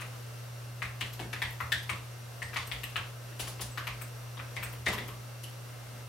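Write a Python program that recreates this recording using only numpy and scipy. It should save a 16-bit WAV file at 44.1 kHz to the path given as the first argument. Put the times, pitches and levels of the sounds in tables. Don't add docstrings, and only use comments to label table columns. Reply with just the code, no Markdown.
import sys
import numpy as np
from scipy import signal
from scipy.fft import rfft, irfft
from scipy.io import wavfile
from scipy.ndimage import map_coordinates

SR = 44100
rng = np.random.default_rng(int(sys.argv[2]) if len(sys.argv) > 2 else 0)


def amplitude_ratio(level_db):
    exponent = np.asarray(level_db, float) / 20
    return 10 ** exponent


def wav_record(signal):
    frames = np.transpose(np.atleast_2d(signal))
    bounded = np.clip(frames, -1, 1)
    quanta = np.round(bounded * 32767).astype(np.int16)
    wavfile.write(sys.argv[1], SR, quanta)


N = 268128
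TOP_HZ = 15900


def along(points, hz):
    f, v = np.transpose(points)
    return np.interp(np.log(hz + 1), np.log(f + 1), v)


def unit(x):
    return x / np.sqrt(np.mean(x ** 2) + 1e-20)


def wobble(rate):
    points = rng.standard_normal(int(N * rate / SR) + 4)
    return map_coordinates(points, [np.arange(N) * rate / SR])


def empty_track():
    return np.zeros((2, N + SR))


def add(track, s, sound):
    place = track[:, max(round(s * SR), 0):]
    place[:, :sound.shape[1]] += sound


# pitch in Hz, time to fade by 60 dB in seconds.
ROOM = [(60, 0.74), (500, 0.53), (2000, 0.33), (5000, 0.37), (14000, 0.14)]
# pitch in Hz, shared part of the tail [0 to 1].
SHARED = [(200, 0.93), (700, 0.74), (3000, 0.27), (12000, 0.75)]
# delay in seconds, left level in dB, right level in dB.
WALLS = [(.0028, 3, -5), (.0052, 8, 2), (.0078, 4, -1), (.012, -5, -1), (.0165, -8, -4), (.022, -8, -4)]


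def in_room(x, wet_db, left_db, right_db):
    size = SR // 3
    hz, t, z = signal.stft(rng.standard_normal((3, size)), SR, nperseg=256)
    shared = np.clip(along(SHARED, hz), 0, 1)[:, None]
    z = np.sqrt(shared) * z[2] + np.sqrt(1 - shared) * z[:2]
    fade = amplitude_ratio(-60 * t / along(ROOM, hz)[:, None])
    tail = signal.istft(z * fade, SR, nperseg=256)[1][:, :size]
    tail = tail * (1 - np.exp(-np.arange(size) / SR / .004))
    tail = tail / np.linalg.norm(tail[0]) * amplitude_ratio([[wet_db + .2], [wet_db - .2]])
    tail[:, 0] += amplitude_ratio([left_db, right_db])
    for delay, left, right in WALLS:
        arrival = delay * SR * rng.uniform(.9, 1.1) + rng.uniform(0, 3.5, size=2)
        tail[[0, 1], np.round(arrival).astype(int)] += amplitude_ratio([left, right])
    return signal.fftconvolve(x[None], tail, axes=1)


def burst(hz, cycles):
    turns = np.arange(SR // 30) / SR * hz
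    age = turns * 1.5 / max(cycles, .6)
    return np.sin(2 * np.pi * turns) * (age * np.exp(1 - age)) ** 3


def thud(db, hz, cycles):
    return amplitude_ratio(db - 14.0) * (burst(hz, cycles) - burst(0.53 * hz, 0.89))


def blend(parts):
    z = rfft(parts)
    size = np.sqrt(np.sum(abs(z) ** 2, 0))
    return irfft(size * np.exp(1j * np.angle(z.sum(0))), parts.shape[1])


# time in seconds, hum level in dB.
HUM_DRIFT = [(0.0, -44), (0.74, -43), (1.83, -44), (2.44, -45.5), (2.83, -45.5), (3.28, -44.5),
             (3.79, -43.5), (4.91, -43.5), (5.84, -46), (6.08, -44.5)]


def hum_drift():
    s, hum_db = np.transpose(HUM_DRIFT)
    return np.interp(np.arange(N) / SR, s, hum_db), hum_db.mean()


def mains_hum():
    t = np.arange(N) / SR
    level = amplitude_ratio(hum_drift()[0] + 0.27 * wobble(25))
    return np.sqrt(2) * level * np.sin(2 * np.pi * 120.0 * t + 0.055 * wobble(3.6))


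# pitch in Hz, rms level in dB.
MOTOR = [(1319, -69.5), (1561, -70.5), (2099, -70.5), (2697, -66.5), (5701, -71)]
# multiple of its base pitch, rms level in dB.
CIRCUIT = [(1, -70.5), (3, -71.5), (4, -71), (5, -71)]
# pitch in Hz, rms level in dB.
BRUSHES = [(2000, -76), (3000, -76.5), (6000, -75), (8000, -88), (13000, -98), (15500, -114)]


def camera_whine():
    t = np.arange(N) / SR
    drift = wobble(25)
    circuit_hz, brush_hz = 2885.0, 300.0
    tones = list(MOTOR) + [(k * circuit_hz, db) for k, db in CIRCUIT]
    out = sum(amplitude_ratio(db + 2.0) * np.sin(2 * np.pi * hz * t + 0.097 * drift) for hz, db in tones)
    for hz in np.arange(brush_hz * 7, TOP_HZ, brush_hz):
        level = amplitude_ratio(along(BRUSHES, hz) + rng.normal(1.6, 0.8))
        out += level * np.sin(2 * np.pi * (hz * t + rng.uniform()) + drift)
    return out


# pitch in Hz, level in dB per Hz.
HISS = [(15, -64), (30, -13), (53, -26), (84, -22), (150, -28), (200, -29), (335, -30), (550, -24),
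        (900, -30.5), (1300, -29.5), (2500, -36), (5800, -38.5), (7200, -41), (12000, -43), (16000, -48.5)]
# pitch in Hz, likeness [0 to 1].
ALIKE = [(30, 0.39), (70, 0.09), (250, 0.32), (1000, 0.3), (7000, 0.14), (11000, 0.6), (15000, 0.86)]


def microphone_hiss():
    hz, _, z = signal.stft(rng.standard_normal((2, N + 8192)), SR, nperseg=4096)
    turn = np.arccos(np.clip(along(ALIKE, hz), 0, 1)) / 2
    z = z * (amplitude_ratio(along(HISS, hz)) * [np.cos(turn), np.sin(turn)])[..., None]
    mid, side = signal.istft(z, SR, nperseg=4096)[1][:, 4096:N + 4096]
    hiss = np.array([mid + side, mid - side]) / np.std(mid) * amplitude_ratio([[.4], [-.4]])
    hum_db, mean_db = hum_drift()
    follow_db = 0.2 * (hum_db - mean_db)
    patchy_db = .4 * wobble(1.89) + .6 * wobble(13)
    return hiss * amplitude_ratio(-52.5 + 1.0 + follow_db + patchy_db)


SPOTS = {"face": (2000, 2420, 1226, 3.2), "edge": (1795, 2380, 1350, 2.67), "side": (2100, 2890, 1097, 2.8),
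         "top": (1980, 3360, 1010, 3.47), "rim": (1790, 3490, 1060, 4.06), "crust": (2230, 2630, 1150, 2.5),
         "base": (1620, 2760, 1330, 2.6), "lip": (2140, 3270, 1010, 3.3), "hollow": (1910, 2760, 1090, 4.6),
         "core": (1780, 2870, 780, 2.1)}


def beak_blow(db, high_db, knock_db, spot):
    low_hz, high_hz, knock_hz, cycles = SPOTS[spot]
    low = amplitude_ratio(db - 9.5) * burst(low_hz, cycles)
    high = amplitude_ratio(db + high_db - 7) * burst(high_hz, cycles)
    between = amplitude_ratio(db + high_db * 0.49 - 4.5) * burst(np.sqrt(low_hz * high_hz), 1.0)
    above = amplitude_ratio(db + high_db - 13) * burst(1.37 * high_hz, 2.7)
    knock = amplitude_ratio(knock_db - 11) * burst(knock_hz, 2.33)
    blow = blend(np.array([low, high, between, above, knock])) + thud(-46, 560, 2.2)
    return in_room(blow, wet_db=9, left_db=8, right_db=-2)


# start in seconds, peak level
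# in dB, spot.
LIGHT_PECKS = [(0.001, -39, "base"), (2.6733, -49, "side"), (3.3211, -50, "base"), (3.4728, -39.5, "side"),
               (3.5957, -39.5, "side"), (3.6158, -43, "rim"), (4.0146, -40.5, "edge"), (4.372, -41.5, "rim"),
               (4.394, -37.5, "face"), (4.7336, -46, "side"), (5.084, -41.5, "side"), (5.4333, -55, "side")]


def light_pecks():
    out = empty_track()
    for s, db, spot in LIGHT_PECKS:
        add(out, s - .001, beak_blow(db, 1, db + 3, spot))
    return out[:, :N]


def wire_contact(db, ring_hz, length, tilt, ring_db):
    t = np.arange(SR // 16) / SR
    hz = np.fft.rfftfreq(len(t), 1 / SR)
    colour = amplitude_ratio(tilt * np.log2(hz / 8000 + 0.004))
    colour = colour / (1 + (3000 / (hz + 1)) ** 4) / (1 + (hz / 16500) ** 8)
    colour += amplitude_ratio(ring_db + 10.5) / (1 + ((hz - ring_hz) / 500) ** 2)
    scrape = unit(irfft(rfft(rng.standard_normal(len(t))) * colour, len(t)))
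    length = max(length, .0005)
    swell = 1 - np.exp(-t / (0.74 * length))
    scrape *= swell * np.exp(-t / length) / np.sqrt(length / 0.0077)
    smooth = unit(irfft(colour * np.exp(1j * np.angle(rfft(scrape))), len(t)))
    scrape = np.std(scrape) * smooth
    return amplitude_ratio(db - 12) * in_room(scrape, wet_db=7.5, left_db=2, right_db=-2)


# start in seconds, peak level in dB, ring pitch in Hz, length in seconds.
SCRAPES = [
    (0.0085, -34, 9600, 0.0038),
    (1.194, -34.5, 8660, 0.0068),
    (2.577, -41, 8700, 0.01),
    (3.392, -22.5, 10600, 0.011),
    (3.47, -27, 10900, 0.01),
    (3.492, -46, 10500, 0.0087),
    (3.608, -22, 9700, 0.0076),
    (4.012, -40, 8160, 0.015),
    (4.629, -32, 8280, 0.01),
]


def claw_scrapes():
    out = empty_track()
    for s, db, ring_hz, length in SCRAPES:
        add(out, s - .002, wire_contact(db, ring_hz, length, tilt=-3, ring_db=-10.5))
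    return out[:, :N]


# start in seconds, peak level in dB, high ring over that level in dB, knock level in dB, spot.
PECKS = [(0.0173, -36, -1, -37, "face"), (0.8209, -22, -9, -28.5, "face"), (1.011, -25.5, 1, -34.5, "side"),
         (1.1949, -32.5, -1, -32, "core"), (1.3322, -27, -3.5, -34, "edge"),
         (1.4197, -18.5, -8.5, -30.5, "top"), (1.6044, -25.5, -13.5, -22.5, "face"),
         (1.721, -17.5, -3.5, -60, "rim"), (1.8947, -20.5, -7.5, -26, "crust"),
         (2.4199, -25, -17.5, -38, "hollow"), (2.533, -34, -5, -35, "edge"),
         (2.5613, -21.5, -11.5, -25.5, "side"), (2.716, -25, -3, -40.5, "lip"),
         (2.835, -36, 6, -40, "hollow"), (2.9593, -26, 4, -25.5, "base"), (3.3968, -35.5, 7, -33, "core"),
         (3.776, -26.5, -8.5, -26, "base"), (3.872, -25, -8, -30.5, "crust"),
         (4.567, -24.5, -15, -35.5, "lip"), (4.6284, -34, 3.5, -31, "edge"),
         (4.8658, -16.5, -12.5, -29, "top"), (4.8844, -26, -4, -31, "face"),
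         (4.9304, -33.5, 2, -27.5, "side"), (4.9825, -27, -6.5, -38.5, "top")]


def pecks():
    out = empty_track()
    for s, db, high_db, knock_db, spot in PECKS:
        add(out, s - .001, beak_blow(db, high_db, knock_db, spot))
    return out[:, :N]


# start in seconds, peak level in dB, pitch in Hz.
BUMPS = [(0.687, -53, 300), (1.195, -38, 375), (1.218, -37.5, 620), (1.333, -44.5, 460), (1.01, -47, 416),
         (1.896, -42, 560), (3.394, -40, 650), (3.473, -46, 680), (3.597, -41.5, 700), (4.563, -39.5, 690),
         (4.865, -28.5, 685), (4.884, -30.5, 546), (4.931, -40, 415), (4.98, -41, 338), (5.082, -44.5, 426),
         (5.92, -48, 263)]


def body_bumps():
    out = empty_track()
    for s, db, hz in BUMPS:
        add(out, s, in_room(thud(db, hz, 1.8), wet_db=10.5, left_db=-12, right_db=-8))
    return out[:, :N]


# start in seconds, peak level in dB, ring pitch in Hz, tilt in dB per octave.
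TICKS = [(0.825, -32.5, 8810, -7.5), (1.007, -29, 8040, -4.5), (1.132, -33, 12400, -7),
         (1.33, -28, 11300, -12.5), (1.42, -30.5, 8750, 1), (1.504, -37, 12900, 5), (1.528, -40, 11600, 3),
         (1.606, -33, 12800, -7), (1.7204, -24, 8070, -0.5), (1.828, -35, 11500, -9),
         (1.896, -29.5, 8560, -3), (2.424, -31.5, 8450, -7.5), (2.54, -30, 12100, -11),
         (2.566, -19.5, 9220, -15), (2.671, -31, 12400, -1), (2.719, -34.5, 8860, -1),
         (2.835, -28, 12500, -2.5), (2.9634, -32, 8500, -4), (3.777, -27, 12500, -14.5),
         (3.87, -28.5, 12100, -11.5), (4.0153, -30.5, 8300, 10), (4.562, -31, 8140, -9),
         (4.63, -27, 8280, 16), (4.727, -33, 10100, 17), (4.861, -23, 9000, -11),
         (4.881, -22.5, 7500, -7.5), (4.929, -27, 11800, -6), (4.978, -35.5, 9470, 8),
         (5.079, -34.5, 11800, 2), (5.434, -30, 11100, -4.5)]
# ring pitch in Hz, ring strength in dB.
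WIRE_RING = [(8000, -17.5), (12500, 1)]


def wire_ticks():
    out = empty_track()
    for s, db, ring_hz, tilt in TICKS:
        add(out, s - .002, wire_contact(db, ring_hz, 0.0021, tilt, along(WIRE_RING, ring_hz)))
    return out[:, :N]


# start in seconds, strength in dB, lean to the deepest sway in dB.
JOLTS = [(0.83, -44, -7), (1.016, -45, -9), (1.107, -59, 7), (1.209, -53, 16), (1.338, -50, -12),
         (1.43, -41.5, -7), (1.518, -67, -15), (1.622, -47, -21), (1.731, -43.5, -11), (1.82, -55, -9),
         (1.899, -45, -16), (1.979, -57, 8), (2.438, -47, -13), (2.577, -46, -13), (2.658, -54, -11),
         (2.721, -45.5, 10), (2.969, -44, -16), (3.409, -45, 0), (3.608, -44, 7), (3.779, -53, -13),
         (3.878, -44, 3), (4.379, -53, -11), (4.568, -45, -5), (4.639, -49, -4), (4.787, -54, -22),
         (4.872, -40, -8), (4.938, -56, -24), (5.02, -50, -1), (5.089, -47, -1), (5.84, -54, -1)]
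# pitch in Hz, swell time in seconds.
FRAME = [(58, 0.029), (88, 0.018), (190, 0.016)]


def frame_jolts():
    out, t = empty_track(), np.arange(SR // 3) / SR
    shakes = [(s, db + lean_db / 2, db - lean_db / 2, db - 6) for s, db, lean_db in JOLTS]
    shakes += [(s + 0.0103, -120, -120, db - 11) for s, db, _ in BUMPS]
    for s, *levels in shakes:
        for (hz, swell), db in zip(FRAME, levels):
            turns = hz * rng.uniform(0.893, 1.122) * t + rng.uniform()
            envelope = (t / swell) ** 1.31 * np.exp(-t / swell)
            add(out, s, amplitude_ratio(db + 4.0) * envelope * np.sin(2 * np.pi * turns) * np.ones((2, 1)))
    return out[:, :N]


# start in seconds, peak level in dB, pitch in Hz.
LINKS = [
    (1.8944, -34.5, 8460),
    (2.4269, -40.5, 8450),
    (2.6678, -39, 8240),
    (2.836, -41, 8240),
    (3.715, -41, 7920),
    (4.0144, -40, 8200),
    (4.6314, -37, 8280),
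]


def chain_links():
    out, t = empty_track(), np.arange(SR // 16) / SR
    for s, db, ring_hz in LINKS:
        ring = np.sin(2 * np.pi * ring_hz * t) * np.exp(-t / 0.0029) * (1 - np.exp(-t / 0.0009))
        add(out, s, amplitude_ratio(db - 12.5) * in_room(ring, wet_db=15.0, left_db=14, right_db=10))
    return out[:, :N]


# start in seconds, peak level in dB, pitch in Hz.
BARS = [
    (5.437, -39.5, 2950),
    (2.836, -48, 2930),
    (3.874, -40, 2560),
    (4.395, -44, 1510),
    (5.1, -46, 1150),
]


def cage_bars():
    out = empty_track()
    for s, db, ring_hz in BARS:
        add(out, s, amplitude_ratio(db - 6.5) * in_room(burst(ring_hz, 5.1), wet_db=10.5, left_db=.5, right_db=-4))
    return out[:, :N]


def scene():
    machine = mains_hum() + camera_whine() + microphone_hiss()
    beak_and_body = light_pecks() + pecks() + body_bumps()
    metal = claw_scrapes() + wire_ticks() + chain_links() + cage_bars()
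    return machine + beak_and_body + metal + frame_jolts()


def low_pass(x):
    return signal.sosfilt(signal.butter(12, 16160, fs=SR, output="sos"), x)


def record(dry):
    hz = np.fft.rfftfreq(N, 1 / SR)
    response = (hz < TOP_HZ) / np.sqrt(1 + (44 / (hz + 1)) ** 9)
    mix = irfft(rfft(dry) * response, N)
    return low_pass(mix)


dry = scene()
out = record(dry)
wav_record(out)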